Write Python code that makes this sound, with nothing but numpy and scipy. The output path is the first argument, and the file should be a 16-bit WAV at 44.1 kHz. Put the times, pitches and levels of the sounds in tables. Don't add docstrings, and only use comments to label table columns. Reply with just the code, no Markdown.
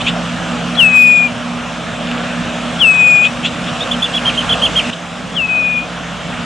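import sys
import numpy as np
from scipy import signal
from scipy.io import wavfile
from scipy.ndimage import uniform_filter1d

SR = 44100
rng = np.random.default_rng(int(sys.argv[2]) if len(sys.argv) > 2 else 0)


def wav_record(signal):
    frames = np.transpose(np.atleast_2d(signal))
    bounded = np.clip(frames, -1, 1)
    quanta = np.round(bounded * 32767).astype(np.int16)
    wavfile.write(sys.argv[1], SR, quanta)


N = 284445

# (frequency [Hz], relative density [dB])
RUMBLE_SPECTRUM = [(20, -39), (42, -38.5), (70, -18.5), (120, -12.5), (200, -6.5), (270, -10), (360, -27),
                   (450, -13.5)]
ROAR_SPECTRUM = [(660, -8.5), (900, -16.5), (1300, -11.5), (1700, -16), (2050, -20.5), (2700, -17),
                 (3500, -20.5), (4000, -27), (4600, -31.5), (5200, -30.5), (7500, -33.5), (9000, -40.5),
                 (11000, -50), (11900, -57), (15000, -102.5)]
# (time [s], level [dB], tilt above 1500 Hz [dB/octave])
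ROAR_SWELL = [(0, -21.5, 0.34), (1, -21.5, 0.77), (2, -21.5, 0.26), (3, -21, 0.97), (4, -20.5, 1.3),
              (4.899, -19.5, 1.5), (5.2, -20, 1), (6.45, -21.5, 0.4)]
# (frequency [Hz], coherence [0-1])
ROAR_COHERENCE = [(60, 0.49), (140, 0.92), (350, 0.87), (1000, 0.94), (2000, 0.85), (3000, 0.96),
                  (4500, 0.807), (8000, 0.9), (11500, .7)]
# (frequency [Hz], phase lead [rad])
ROAR_LEFT_LEAD = [(0, 0.028), (1030, 0.36), (1460, -0.0), (1890, 0), (2840, 0.0), (4480, 0.052),
                  (11800, 0.05)]
# (frequency [Hz], left minus right [dB])
ROAR_BALANCE = [(60, -0.5), (220, -3), (840, -1), (3120, 0), (11700, 0.0)]
# (frequency [Hz], level [dB], drift width [Hz], steady to drifting part [ratio])
HUM_TONES = [(79.8, -61.5, 2, 1.5), (110.2, -50, 1.5, 2.3), (133, -41, 1.7, 1.9), (260, -45.5, 4.3, 0.29),
             (314.4, -41.5, 6.7, 0.63)]
# (frequency [Hz], drift width [Hz], steady to drifting part [ratio])
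DRONE_TONES = [(54.3, 1., 8.7), (172.8, 27, 2.5), (240, 11, 2.5)]
# (time [s], first level [dB], second level [dB], third level [dB])
DRONE_SWELL = [(0.0, -41, -41, -34), (0.07, -39.5, -25.5, -29), (1.6, -42, -28.5, -23),
               (1.85, -43, -29.5, -36), (2.14, -40, -27, -23.5), (3.18, -43, -31.5, -34),
               (3.32, -40, -32, -23), (3.74, -41, -27.5, -28.5), (3.84, -45, -36, -42),
               (3.93, -35.5, -30, -18.5), (4.11, -42, -29.5, -34), (4.26, -36.5, -32.5, -24.5),
               (4.78, -34, -31.5, -35.5), (4.87, -45, -30, -21), (4.92, -45, -28.5, -31),
               (5.44, -37, -26, -26.5), (6.23, -40.5, -28, -37.5), (6.45, -44, -27, -26)]
# (middle [s], level [dB], length [s], throat tuning [ratio], left minus right [dB])
CHACK_CALLS = [(0.014, -19.5, 0.032, 1.04, -4), (0.079, -12.5, 0.06, 0.98, -0.5),
               (3.253, -13.5, 0.053, 0.99, 1), (3.46, -10.5, 0.053, 1.01, 1),
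               (3.684, -23.5, 0.074, 1.01, 1.5), (4.352, -23.5, 0.0376, 1.04, -5.5),
               (4.934, -14.5, 0.02, 1.07, -2)]
# (frequency [Hz], width [Hz], relative level [dB])
THROAT_RESONANCES = [(2830, 490, 0), (3296, 420, -1.5), (7000, 1000, -20)]
# (time [s], peak level [dB], frequency [Hz])
LOUD_TICKS = [(2.011, -16, 3200), (2.0725, -9, 2970), (2.0894, -12, 2570), (2.115, -5, 2730),
              (2.1809, -10.5, 2900), (3.3735, -13, 2510), (3.8751, -10, 2780), (4.9008, -14, 2800)]
# (pitch crest [s], release [s], effort [dB], closing fade [s], fade [dB],
# pitch shift in the fade [Hz], final flick [Hz], overtone boost [dB])
WHISTLE_NOTES = [(.778, 1.262, -3, 0.1, -5, -8.5, -89, -1), (2.8, 3.269, -4, .09, -4, 51, 100, 1.5),
                 (5.355, 5.841, -7, 0.061, -13.5, 33.5, 1, -9.5)]
# (deepest point [s], depth [dB], way down [s], way back [s])
WHISTLE_DIPS = [(.92, -6.5, .08, 0.038), (1.0, -0.5, .05, 0.054), (1.15, -1.5, 0.033, .04),
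                (2.932, -2, 0.017, 0.016), (2.975, -5.5, 0.066, 0.023), (3.02, -2, .06, 0.088),
                (3.2, -1, .02, .05), (5.455, -1.5, 0.065, .01), (5.471, -17, .012, 0.023),
                (5.56, -0.5, .04, .05), (5.625, -2.5, .03, 0.023), (5.7, -3, .03, .03),
                (5.745, -3.5, .03, 0.033), (5.825, -5, .03, 0.011)]
# (time [s], length [s], from [Hz], to [Hz], effort [dB])
SQUEAK_NOTES = [(0.749, .012, 3400, 4630, -24.5)]
# (multiple, relative level [dB], extra change with loudness [dB/dB],
# left minus right [dB], left phase lead [rad])
WHISTLE_HARMONICS = [(1, -2.5, 0, 7.5, 0), (2, -32, 1.3, 1, 1.5), (3, -23.5, 0.4, 6.5, 4)]
CHATTER_HARMONICS = [(1, 0, 0.043, -1.3, 0.12), (2, -27.5, 0.24, -1, 0.09), (3, -25.5, 0.46, -.5, .1)]
# (delay [s], level [dB])
BANK_ECHOES = [(0.012, -20.5), (0.0129, -10.5)]
# (time [s], time to second crest [s], first crest [Hz], dip [Hz],
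# second crest [Hz], effort [dB], swell up to the second crest [dB])
CHATTER_NOTES = [(3.803, .030, 3670, 3550, 3870, -17, -7), (3.909, 0.037, 3550, 2750, 3280, -15, -9),
                 (4.018, 0.033, 3516, 3320, 3635, -12.5, -0.5),
                 (4.133, 0.042, 3417, 3300, 3370, -13.5, 0.5), (4.249, 0.043, 3275, 3150, 3220, -12.5, 1.5),
                 (4.37, 0.038, 3246, 2990, 3170, -14.5, -7), (4.488, .044, 3455, 3010, 3470, -10.5, 2),
                 (4.616, 0.042, 3320, 3070, 3430, -10, 0.5), (4.752, .040, 3262, 3222, 3174, -10.5, 2)]
# (time [s], step [dB], recovery [dB/s])
LEVEL_DROP = (4.904, -7, 3.9)


def gain_of(db):
    return 10 ** (np.asarray(db) / 20)


def unit_rms(x):
    return x / np.sqrt(np.mean(np.abs(x) ** 2) + 1e-20)


def curve_at(points, hz):
    f, value = np.transpose(points)
    return np.interp(np.log(hz + 1), np.log(f + 1), value)


def add(mix, start_s, sound):
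    part = mix[..., max(round(start_s * SR), 0):][..., :sound.shape[-1]]
    part += sound[..., :part.shape[-1]]


def panned(x, lean_db):
    return x * gain_of(np.array([[.5], [-.5]]) * lean_db)


def smooth(x, span_s):
    return uniform_filter1d(x, max(round(span_s * SR), 1), mode="nearest")


def traffic_roar(patchy_db=1.3):
    frames, hz = N // 256 + 5, np.fft.rfftfreq(1024, 1 / SR)
    a, b, c, d, patches = rng.standard_normal((frames, 513, 5)).T
    left, independent = a + 1j * b, c + 1j * d
    patches = unit_rms(uniform_filter1d(uniform_filter1d(patches, 12, 0), 14, 1))
    coherence = np.clip(curve_at(ROAR_COHERENCE, hz), -1, 1)[:, None]
    spectra = np.array([left, coherence * left + np.sqrt(1 - coherence ** 2) * independent])
    spectra[0] *= np.exp(1j * curve_at(ROAR_LEFT_LEAD, hz))[:, None]
    lean_db = np.array([[.5], [-.5]]) * curve_at(ROAR_BALANCE, hz)
    shape_db = curve_at(RUMBLE_SPECTRUM + ROAR_SPECTRUM, hz) + lean_db
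    spectra *= gain_of(shape_db[..., None] + patchy_db * patches)
    times, level_db, tilt_db = np.transpose(ROAR_SWELL)
    octaves = np.log2(np.maximum(hz / 1500, 1))[:, None]
    spectra *= gain_of(octaves * np.interp((np.arange(frames) - 2) * 256 / SR, times, tilt_db))
    noise = signal.istft(spectra, nperseg=1024, noverlap=768)[1][:, :N]
    return gain_of(np.interp(np.arange(N) / SR, times, level_db)) * unit_rms(noise)


def traffic_hum(lean_db=-2.0):
    t, out = np.arange(N) / SR, np.zeros(N)
    drift_t, drift_hz = np.arange(1024) * N / SR / 1024, np.fft.fftfreq(1024, N / SR / 1024)
    times, *levels = np.transpose(DRONE_SWELL)
    drones = [(hz, np.interp(t, times, db), width, steady)
              for (hz, width, steady), db in zip(DRONE_TONES, levels)]
    for hz, db, width, steady in HUM_TONES + drones:
        re, im = rng.standard_normal((2, 1024))
        drift = unit_rms(np.fft.ifft((re + 1j * im) * np.exp(-.5 * (2 * drift_hz / width) ** 2)))
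        swing = np.interp(t, drift_t, (steady + drift) / np.hypot(steady, 1))
        out += np.sqrt(2) * gain_of(db) * (swing * np.exp(2j * np.pi * hz * t)).real
    return panned(out, lean_db)


def resonate(x, hz, width_hz):
    turn, pole = np.exp(2j * np.pi * np.cumsum(hz) / SR), np.exp(-np.pi * width_hz / SR)
    return 2 * (turn * signal.lfilter([(1 - pole) ** 2], [1, -2 * pole, pole * pole], x / turn)).real


def chacks(pulse_hz=380, jitter=.7, breath=1.7, opening=.088):
    out, t = np.zeros((2, N)), (np.arange(4096) - 2048) / SR
    for middle, db, length, tuning, lean_db in CHACK_CALLS:
        wobble, hiss = rng.standard_normal((2, len(t)))
        cycles = np.cumsum(pulse_hz * (1 + jitter * unit_rms(uniform_filter1d(wobble, 60)))) / SR
        drive = unit_rms(np.diff(np.floor(cycles), prepend=0)) + breath * hiss
        rise = tuning * (1 + opening * np.tanh(3 * t / length))
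        voice = sum(gain_of(peak_db) * unit_rms(resonate(drive, hz * rise, width))
                    for hz, width, peak_db in THROAT_RESONANCES)
        burst = gain_of(db) * unit_rms(voice) * np.exp(-.5 * (4 * t / length) ** 2)
        start = middle + t[0]
        early = max(round(-start * SR), 0)
        add(out, start, panned(burst[early:], lean_db))
    return out


def ticks(per_s=40, faint_db=-30, crackle_hz=2800, t60=.0058):
    t, out = np.arange(400) / SR, np.zeros(N)
    decay = gain_of(-60 * t / t60)
    for start, db, hz in LOUD_TICKS:
        add(out, start, gain_of(db) * decay * np.sin(2 * np.pi * hz * t))
    impulses = gain_of(faint_db + 2.2 * rng.exponential(1, N)) * (rng.random(N) < per_s / SR)
    return out + signal.oaconvolve(impulses, decay * np.sin(2 * np.pi * crackle_hz * t))[:N]


def syrinx(hz, voice_db, harmonics, waver=.0025, flutter_db=.28, overtone_flutter_db=2.5):
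    wobble, flutter = (unit_rms(uniform_filter1d(v, 300)) for v in rng.standard_normal((2, len(hz))))
    phase = 2 * np.pi * np.cumsum(hz * (1 + waver * wobble)) / SR
    voice_db = voice_db + flutter_db * flutter
    voice = np.zeros((2, len(hz)))
    for k, db, steepness, lean_db, lead in harmonics:
        level_db = db + (1 + steepness) * voice_db + (k > 1) * overtone_flutter_db * wobble
        voice += gain_of(level_db) * panned(np.sin(k * phase + [[lead], [0]]), lean_db)
    return np.sqrt(2) * voice


def whistles(rest_hz=2435.6, settle_hz=216, settle_s=.17, dive_hz=780, dive_s=.0185, scoop_s=.014,
             flick_s=.015, attack_db_per_s=743, release_db_per_s=800, roof_hz=8200):
    out, clock = np.zeros((2, N)), np.arange(N) / SR
    dips_db = sum(np.interp(clock, [at - down, at, at + back], [0, db, 0])
                  for at, db, down, back in WHISTLE_DIPS)
    for crest, release, db, fade_s, fade_db, shift_hz, flick_hz, boost_db in WHISTLE_NOTES:
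        t = np.arange(crest - .02, release + .068, 1 / SR)
        age, late = t - crest, np.maximum(t - release, 0)
        fading = np.clip(1 + (t - release) / fade_s, 0, 1)
        hz = rest_hz + settle_hz * np.exp(-age / settle_s)
        hz += dive_hz / np.cosh(age / np.where(age < 0, scoop_s, dive_s))
        hz += shift_hz * fading + flick_hz * np.minimum(late / flick_s, 1)
        effort_db = db + attack_db_per_s * np.minimum(age - .016, 0) - release_db_per_s * late
        effort_db -= 2 * np.exp(-np.abs(age) / .1)
        level_db = effort_db + fade_db * fading + np.interp(t, clock, dips_db)
        harmonics = []
        for k, harmonic_db, *rest in WHISTLE_HARMONICS:
            loss_db = 10 * np.log10(1 + (k * hz / roof_hz) ** 16)
            harmonics.append((k, harmonic_db + (k > 1) * (boost_db - loss_db), *rest))
        tone = syrinx(hz, smooth(level_db, .006), harmonics, waver=.0013)
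        add(out, t[0], tone * signal.windows.tukey(len(t), .03))
    return out


def squeak():
    out = np.zeros((2, N))
    for start, length, low_hz, high_hz, db in SQUEAK_NOTES:
        hz = np.linspace(low_hz, high_hz, round(length * SR))
        add(out, start, syrinx(hz, db, WHISTLE_HARMONICS[:1]) * np.hanning(len(hz)))
    return out


def reed_echoes(x, t60, gap_s, count=400, spacing=40):
    offset, polarity = rng.random((2, count, 2)).transpose(2, 0, 1)
    delays = np.arange(count) * spacing + (offset * spacing).astype(int)
    gains = np.sign(polarity - .5) * gain_of(-60 * delays / SR / t60) * (delays > gap_s * SR)
    taps = np.zeros((2, count * spacing))
    np.put_along_axis(taps, delays, gains, 1)
    taps[1] = .78 * taps[0] + .52 * taps[1]
    return signal.fftconvolve(x, taps / np.linalg.norm(taps[0]), axes=1)[:, :N]


def chatter(leap_hz=568, leap_s=.0119, plunge_hz=1100, plunge_s=.015, plunge_db=-7.5, dip_db_per_khz=5):
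    out = np.zeros((2, N))
    for start, crest_s, first_hz, dip_hz, second_hz, db, swell_db in CHATTER_NOTES:
        t = np.arange(0, crest_s + plunge_s, 1 / SR)
        turns = [leap_s, leap_s + .6 * (crest_s - leap_s), crest_s]
        pitches = [first_hz - leap_hz, first_hz, dip_hz, second_hz, second_hz - plunge_hz]
        hz = smooth(np.interp(t, [0, *turns, t[-1]], pitches), .0016)
        dip_khz = np.interp(t, turns, [0, (first_hz + second_hz) / 2 - dip_hz, 0]) / 1000
        effort_db = db + swell_db * (np.minimum(t / crest_s, 1) - .5) - dip_db_per_khz * dip_khz
        effort_db += plunge_db * np.maximum(t - crest_s, 0) / plunge_s
        note = syrinx(hz, smooth(effort_db, .004), CHATTER_HARMONICS, waver=.004, flutter_db=1.75)
        ramps = np.minimum(t / .0086, (t[-1] - t) / .0046)
        add(out, start, note * np.minimum(ramps, 1))
    return out


def scene():
    whistler, chatterer = whistles() + squeak(), chatter()
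    birds = whistler + gain_of(-21) * reed_echoes(whistler, t60=.14, gap_s=.004)
    birds += chatterer + gain_of(-15) * reed_echoes(chatterer, t60=.08, gap_s=.003)
    for bird, (delay, db) in zip((whistler, chatterer), BANK_ECHOES):
        add(birds, delay, gain_of(db) * bird)
    return birds + chacks() + ticks() + traffic_roar() + traffic_hum()


def record(dry, knee_db=-12, slope=.36, fall_s=.33, recover_db_per_s=1.5, treble_hz=11000, edge_hz=15400):
    hop, t = 256, np.arange(N) / SR
    soft = signal.lfilter(*signal.butter(4, treble_hz, fs=SR), dry)
    power = np.abs(uniform_filter1d(soft ** 2, 2048, axis=1))[:, ::hop].max(0)
    excess_db = np.maximum(10 * np.log10(power + 1e-12) - knee_db, 0)
    cut_db, cuts = 0, []
    for want_db in slope * excess_db:
        cut_db += max((want_db - cut_db) / fall_s, -recover_db_per_s) * hop / SR
        cuts.append(cut_db)
    cut_db = np.interp(t, np.arange(len(cuts)) * hop / SR, cuts)
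    drop_s, step_db, back_db_per_s = LEVEL_DROP
    drop_db = (t > drop_s) * np.minimum(step_db + back_db_per_s * (t - drop_s), 0)
    clipped = np.clip(soft * gain_of(drop_db - cut_db), -.93, .93)
    dulled = signal.lfilter(*signal.butter(8, 12600, fs=SR), clipped)
    band_limit = signal.firwin(511, edge_hz, window=("kaiser", 9), fs=SR)
    return signal.oaconvolve(dulled, band_limit[None], "same")


dry = scene()
out = record(dry)
wav_record(out)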